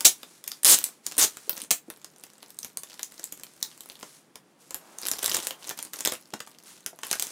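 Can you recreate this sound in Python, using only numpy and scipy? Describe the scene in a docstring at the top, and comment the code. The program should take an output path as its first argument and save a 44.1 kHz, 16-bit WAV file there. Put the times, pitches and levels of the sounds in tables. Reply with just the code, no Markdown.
"""Peeling protective film off a laptop

The laptop lies on a bed, close to a small microphone. The film's glued flap lets go in three stick-slip
rips; then the loose film snaps, crumples and slides, and fingers knock on the case. Hand movements bring
a hiss and a scatter of small creases. A small room answers, and the loudest cracks overload the mic."""
import sys
import numpy as np
from scipy import signal
from scipy.fft import rfft, irfft, next_fast_len
from scipy.io import wavfile
from scipy.ndimage import map_coordinates

SR = 44100
rng = np.random.default_rng(int(sys.argv[2]) if len(sys.argv) > 2 else 0)


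def pcm_store(signal):
    """Save signal as 16-bit PCM."""
    levels = np.round(np.clip(np.atleast_2d(signal), -1, 1) * 32767)
    wavfile.write(sys.argv[1], SR, levels.astype(np.int16).T)


N = 322371
TIME = np.arange(N) / SR
GRAIN = 2048  # samples in one crease or knock
GRAIN_TIME, GRAIN_HZ = np.arange(GRAIN) / SR, np.fft.rfftfreq(GRAIN, 1 / SR)
TOP_HZ = 15900  # the microphone's band limit
SMALL_FLUTTER_DB = -17  # small creases leave little flutter behind

# the hands at work on the film: (start [s], end [s], typical crease [dB], sliding hiss [dB])
HAND_MOVES = [(0, 0.386, -66, -57), (0.455, 0.584, -50, -58.5), (.76, 0.898, -40.5, -51),
              (1.049, 1.195, -38, -54), (1.27, 1.486, -58, -54), (1.492, 1.656, -43.5, -60),
              (1.866, 2.733, -57.5, -68.5), (2.8, 4.03, -50, -59.5), (4.028, 4.164, -66, -54),
              (4.607, 4.982, -66, -61.5), (5.007, 5.22, -36, -50), (5.218, 5.46, -31.5, -43),
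              (5.598, 5.72, -40, -53), (5.77, 5.876, -40.5, -54.5), (5.932, 6.161, -39.5, -56),
              (6.16, 7.034, -55.5, -71), (6.667, 6.707, -69, -49.5), (7.043, 7.307, -40, -47)]


def amp(db):
    """Decibels to gain."""
    return 10 ** (np.asarray(db) / 20)


def along(points, hz):
    """Read (frequency [Hz], value) points on a log frequency axis."""
    freqs, values = np.transpose(points)
    return np.interp(np.log(hz + 1), np.log(freqs), values)


def wobble(rate):
    """A smooth random curve with `rate` knots a second."""
    return map_coordinates(rng.standard_normal(int(N * rate / SR) + 4), [TIME * rate])


def filtered(x, gain):
    """Equalise x with the curve gain(hz)."""
    size = next_fast_len(N + SR // 2)
    return irfft(rfft(x, size) * gain(np.fft.rfftfreq(size, 1 / SR)), size)[:N]


def noise(spectrum):
    """Coloured noise of rms 1."""
    x = filtered(rng.standard_normal(N), lambda hz: amp(along(spectrum, hz)))
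    return x / x.std()


def causal(gain):
    """The minimum-phase response with this gain: nothing rings ahead of the attack."""
    cepstrum = irfft(np.log(gain))
    index = np.arange(GRAIN)
    fold = 1 + np.sign(GRAIN / 2 - index) - (index == 0)
    return np.exp(rfft(cepstrum * fold))


def resonance(centre_hz, q):
    """One band-pass response for each centre frequency."""
    s = 1j * GRAIN_HZ / centre_hz[:, None]
    return s / q / (1 + s / q + s * s)


def placed(times, db, grains):
    """Lay grains out in time, each with the energy of 2 ms at its level."""
    gain = amp(db) * np.sqrt(.002 * SR / np.sum(grains ** 2, axis=1))
    index = np.round(np.abs(times) * SR).astype(int)[:, None] + np.arange(GRAIN)
    return np.bincount(index.ravel(), (grains * gain[:, None]).ravel(), N)[:N]


def room_tone():
    """The faint, low air of a quiet bedroom."""
    # colour of the air: (frequency [Hz], relative density [dB])
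    air = [(30, -20.5), (80, -25.5), (150, 1), (330, -0.5), (700, -8.5), (2000, -15), (15500, -35)]
    return amp(-62) * noise(air)


def room(x, build_s=0.0045, count=8):
    """A short diffuse tail whose pattern changes as the film and microphone move."""
    # the room's decay: (frequency [Hz], time to fall 60 dB [s])
    decay = [(200, 0.12), (1500, 0.16), (6000, 0.14), (15000, 0.15)]
    hz, t, spectra = signal.stft(rng.standard_normal((count, SR // 3)), SR, nperseg=256)
    tails = signal.istft(spectra * amp(-60 * t / along(decay, hz)[:, None]), SR, nperseg=256)[1]
    tails *= 1 - np.exp(-np.arange(tails.shape[1]) / SR / build_s)
    tails /= np.linalg.norm(tails, axis=1, keepdims=True)
    position = (TIME * 10).astype(int) % count  # the next tail every 0.1 s
    return sum(signal.fftconvolve(x * (position == k), tail)[:N] for k, tail in enumerate(tails))


def dragging():
    """The case drags on the bedding with a grainy rustle."""
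    # swell of the drag: (time [s], level [dB])
    swell = [(4.55, -83.5), (4.86, -55), (5.15, -57), (5.38, -55), (5.7, -60), (6, -80)]
    # colour of the rubbed cloth: (frequency [Hz], relative density [dB])
    cloth = [(60, -31.5), (300, -13), (800, -1.5), (1400, -8), (2500, -16.5), (9000, -27)]
    return amp(np.interp(TIME, *np.transpose(swell)) + 0.81 * wobble(68)) * noise(cloth)


def stroke(start, end, db, rise_db_per_s=700, fall_db_per_s=169):
    """The envelope of one hand movement: it rises quickly, holds, and dies as the film comes to rest."""
    early, late = np.maximum(start - TIME, 0), np.maximum(TIME - end, 0)
    return amp(db - rise_db_per_s * early - fall_db_per_s * late)


def sliding(resting_db=-73):
    """Film hisses over the smooth case with each stroke, and never lies quite still."""
    # colour of the hiss: (frequency [Hz], relative density [dB])
    hiss = [(200, -24.5), (1000, -6.5), (3000, -8), (6500, -3.5), (10000, -4.5), (15500, -17.5)]
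    strokes = np.max([stroke(start, end, db) for start, end, _, db in HAND_MOVES], axis=0)
    flicker = amp(1.3 * wobble(18) + 1.2 * wobble(300))
    return np.hypot(strokes, amp(resting_db)) * flicker * noise(hiss)


def pushes(count, life_s):
    """Spectra of soft contacts: noise bursts that swell and die away."""
    return rfft(rng.standard_normal((count, GRAIN)) * np.sqrt(GRAIN_TIME) * np.exp(-GRAIN_TIME / life_s))


def bumps():
    """The hands bump the padded case with a dull thud."""
    # soft bumps: (time [s], pitch [Hz], level [dB])
    thuds = [(1.475, 387, -38.5), (1.625, 263, -42.5), (1.879, 290, -35.5), (4.028, 427, -38.5),
             (5.38, 330, -34), (6.334, 263, -28.5), (6.929, 565, -41), (7.128, 1590, -25.5)]
    times, hz, db = np.transpose(thuds)
    return placed(times, db, irfft(pushes(len(times), life_s=0.0044) * resonance(hz, q=1.47) ** 2))


def knocks(crest_db=7):
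    """A finger meets the case: a short dull tap with no ring."""
    # finger taps: (time [s], nominal peak [dB])
    taps = [(4.028, -24.5), (5.709, -21), (6.337, -18), (6.403, -21), (6.473, -32), (7.033, -18.5)]
    # tone of the knocked case: (frequency [Hz], gain [dB])
    case_tone = [(35, -25), (60, -17.5), (148, -1), (895, 6), (1030, 9), (1960, -1.5), (3340, -0.5),
                 (4110, -5.5), (7330, -2), (15000, -17)]
    times, peak_db = np.transpose(taps)
    case = causal(amp(along(case_tone, GRAIN_HZ)))
    return placed(times, peak_db - crest_db, irfft(pushes(len(times), life_s=0.0021) * case))


def jolts(count, life_s, flutter_db, flutter_s=0.0036):
    """Spectra of sudden releases of tension, each followed by a weaker flutter of the sheet."""
    lives = np.reshape(life_s, (-1, 1)) * np.exp(0.44 * rng.standard_normal((count, 1)))
    age = GRAIN_TIME / lives
    release = 2 * np.sqrt(age) * np.exp(-age)
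    flutter = amp(flutter_db) * np.exp(-GRAIN_TIME / flutter_s)
    return rfft(rng.standard_normal((count, GRAIN)) * (release + flutter))


def creases(times, db, ring_hz, flex_db, life_s, q, broad_db, flutter_db):
    """Each crease cracks, rings briefly at its own pitch and flexes the sheet around it."""
    # the film's broad crack: (frequency [Hz], gain [dB])
    crack_tone = [(300, -27), (2600, -7.5), (3800, 0), (4700, -1.5), (6700, 2), (10500, 0), (12300, -4),
                  (14300, 0.5), (15600, -9.5), (17500, -27)]
    # the low body of the flexing sheet: (frequency [Hz], gain [dB])
    flex_tone = [(50, -5), (130, -8.5), (280, 2), (1100, 0), (2000, -3), (3500, -6), (8000, -30.5)]
    count = len(times)
    band_limit = causal(1 / np.sqrt(1 + (GRAIN_HZ / TOP_HZ) ** 20))
    ring = jolts(count, life_s, flutter_db) * resonance(ring_hz, q) * band_limit
    crack = jolts(count, life_s, flutter_db) * causal(amp(along(crack_tone, GRAIN_HZ)))
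    sheet = causal(amp(along(flex_tone, GRAIN_HZ)))
    flex = jolts(count, life_s=0.00088, flutter_db=-8, flutter_s=0.013) * sheet
    return placed(times, db, irfft(ring + amp(broad_db) * crack)) + placed(times, flex_db, irfft(flex))


def crumpling(per_s=110, spread_db=6, ring_hz=6000, flex_db=-8):
    """Many small creases give way at random while the fingers gather the film."""
    times = np.sort(rng.uniform(0, N / SR, int(per_s * N / SR)))
    db = np.full(len(times), -90.)  # near silence between movements
    for start, end, typical_db, _ in HAND_MOVES:
        db[(times > start) & (times < end)] = typical_db
    pitch, flex = np.clip(rng.standard_normal((len(times), 2)), -1.6, 1.6).T
    # most creases are tiny, a few stand out
    db += spread_db * (np.minimum(rng.exponential(size=len(times)), 2.3) - 1)
    return creases(times, db, ring_hz * np.exp(.42 * pitch), db + flex_db + 3 * flex,
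                   life_s=.00025, q=3.3, broad_db=-17, flutter_db=SMALL_FLUTTER_DB)


def snaps(crest_db=12, flex_gain_db=4, neighbour_db=-13, slowing=0.69):
    """Single creases pop through as the film bends; a weaker neighbour goes at nearly the same moment."""
    # the loudest buckles: (time [s], nominal peak [dB], film ring [Hz], sheet flex before its gain [dB])
    buckles = [(0.0074, -10.5, 6450, -37), (0.2316, -24, 4400, -42), (0.4408, -23, 3810, -54),
               (0.4782, -11.5, 7000, -49), (0.5176, -14.5, 4930, -47), (0.6336, -10, 9000, -42),
               (0.7878, -7.5, 13500, -46), (0.841, -3, 7560, -50), (1.0658, -8.5, 6950, -43.5),
               (1.1217, -20, 2580, -46), (1.3702, -22, 3570, -42), (1.495, -3.5, 13300, -35.5),
               (1.5776, -19.5, 6360, -42.5), (1.6179, -15.5, 9200, -53), (1.7076, -2, 5800, -36.5),
               (1.7119, 5, 6630, -28.5), (1.9014, -20, 10200, -40), (2.0452, -22, 4640, -48),
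               (2.2372, -24, 5470, -47.5), (2.4286, -27.5, 4150, -45), (2.5048, -28, 8700, -59),
               (2.589, -16, 8100, -59), (2.631, -18.5, 6260, -50), (2.647, -17, 13800, -42),
               (2.7724, -11, 9180, -44.5), (2.8342, -20, 6750, -46), (2.9939, -21.5, 3170, -41),
               (3.031, -11, 7100, -48.5), (3.1952, -23, 5700, -44.5), (3.241, -12.5, 7800, -55),
               (3.3243, -17, 8500, -43.5), (3.4349, -20.5, 4430, -53), (3.6282, -6, 4020, -46),
               (3.807, -22.5, 8300, -54), (3.899, -23.5, 3800, -46.5), (4.357, -25.5, 5430, -44),
               (4.7076, -20, 7400, -42.5), (4.7445, -11.5, 11300, -38.5), (4.9861, -17.5, 6460, -52),
               (5.069, -10.5, 10000, -47), (5.085, -7.5, 8760, -39.5), (5.1149, -5.5, 9600, -33.5),
               (5.23, -10, 9220, -33.5), (5.244, -8, 8240, -36), (5.2604, -3.5, 8700, -44),
               (5.2977, -11.5, 11200, -59), (5.3461, -4, 7200, -33), (5.3683, -8, 8500, -33.5),
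               (5.47, -8, 8000, -37), (5.5082, -14, 3020, -37), (5.693, -13.5, 6500, -42),
               (5.79, -20.5, 6500, -69), (5.8271, -14.5, 8900, -45), (5.9346, -18, 4850, -45),
               (6.0068, -12.5, 6300, -39.5), (6.0509, -5, 3650, -36.5), (6.0587, -6, 4900, -30.5),
               (6.0741, -4.5, 3400, -26.5), (6.122, -13.5, 8350, -29.5), (6.8625, -11, 7050, -38.5),
               (6.989, -29.5, 7010, -46), (7.1133, -5.5, 7900, -32.5), (7.129, -7, 6000, -40),
               (7.197, -7.5, 6100, -41), (7.2243, -7, 8600, -38)]
    times, peak_db, hz, sheet_db = np.transpose(buckles)
    db, flex_db = peak_db - crest_db, sheet_db + flex_gain_db
    # slack film flexes more than it cracks, and folds more slowly
    slack = amp(slowing * np.clip(flex_db - db + 12.5, 0, 20))
    pop = creases(times, db, hz, flex_db, life_s=0.0002 * slack, q=3.8, broad_db=-6, flutter_db=-16.5)
    lag, size, pitch = np.clip(rng.standard_normal((len(times), 3)), -1.5, 1.5).T
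    offset_s, weaker_db = .0025 * (lag + .5), neighbour_db + 2 * size
    neighbour = creases(times + offset_s, db + weaker_db, hz * np.exp(.2 * pitch), flex_db + weaker_db,
                        life_s=0.0003 * slack, q=1.8, broad_db=-11.5, flutter_db=SMALL_FLUTTER_DB)
    return pop + neighbour


def rips(flex_db=-30):
    """The glue holds and lets go a few hundred times a second, at uneven intervals."""
    # one curve per rip: (time [s], slip rate [1/s], slip level [dB], film ring [Hz])
    peels = [
        [(.0475, 412, -19, 4550), (.052, 440, -1.5, 6100), (.072, 258, -17, 6160)],
        [(.647, 148, -5, 8930), (.66, 270, -15, 9200), (.71, 370, -10, 8250), (.746, 390, -13.5, 7700)],
        [(1.1803, 400, -17, 8910), (1.207, 201, -16, 8040), (1.228, 300, -15, 6140), (1.249, 290, -17, 6500)],
    ]
    slips = []
    for peel in peels:
        knots, rate, db, hz = np.transpose(peel)
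        now = knots[0]
        while now < knots[-1]:
            slip_db = np.interp(now, knots, db) + rng.normal(0, 1)
            ring_hz = np.interp(now, knots, hz) * np.exp(rng.normal(0, 0.065))
            slips.append((now, slip_db, ring_hz))
            now += np.exp(rng.normal(0, .22)) / np.interp(now, knots, rate)
    times, db, hz = np.transpose(slips)
    # the taut flap flexes equally on every slip, however sharp the crack
    return creases(times, db, hz, flex_db, life_s=0.00024, q=4.1, broad_db=-7.5, flutter_db=-6.5)


def scene():
    """Film and hands in a bedroom; the loose film is nearer than the glued flap, so a touch drier."""
    on_case = rips() + bumps() + knocks()
    loose_film = snaps() + crumpling()
    reverb = amp(-6.5) * room(on_case + amp(-0.5) * loose_film)
    return (on_case + loose_film + reverb + sliding() + dragging() + room_tone())[None]


def record(dry, ceiling=.62, bass_hz=80):
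    """The microphone flattens the loudest peaks, thins the bass and cuts off at its band limit."""
    oversampled = signal.resample_poly(dry[0], 2, 1)
    clipped = oversampled / (1 + (oversampled / ceiling) ** 10) ** (1 / 10)
    low_cut = signal.butter(1, bass_hz, "high", fs=SR)
    thin = signal.lfilter(*low_cut, signal.resample_poly(clipped, 1, 2))
    return filtered(thin, lambda hz: np.clip((TOP_HZ - hz) / 600 + .5, 0, 1))[None]


dry = scene()
out = record(dry)
pcm_store(out)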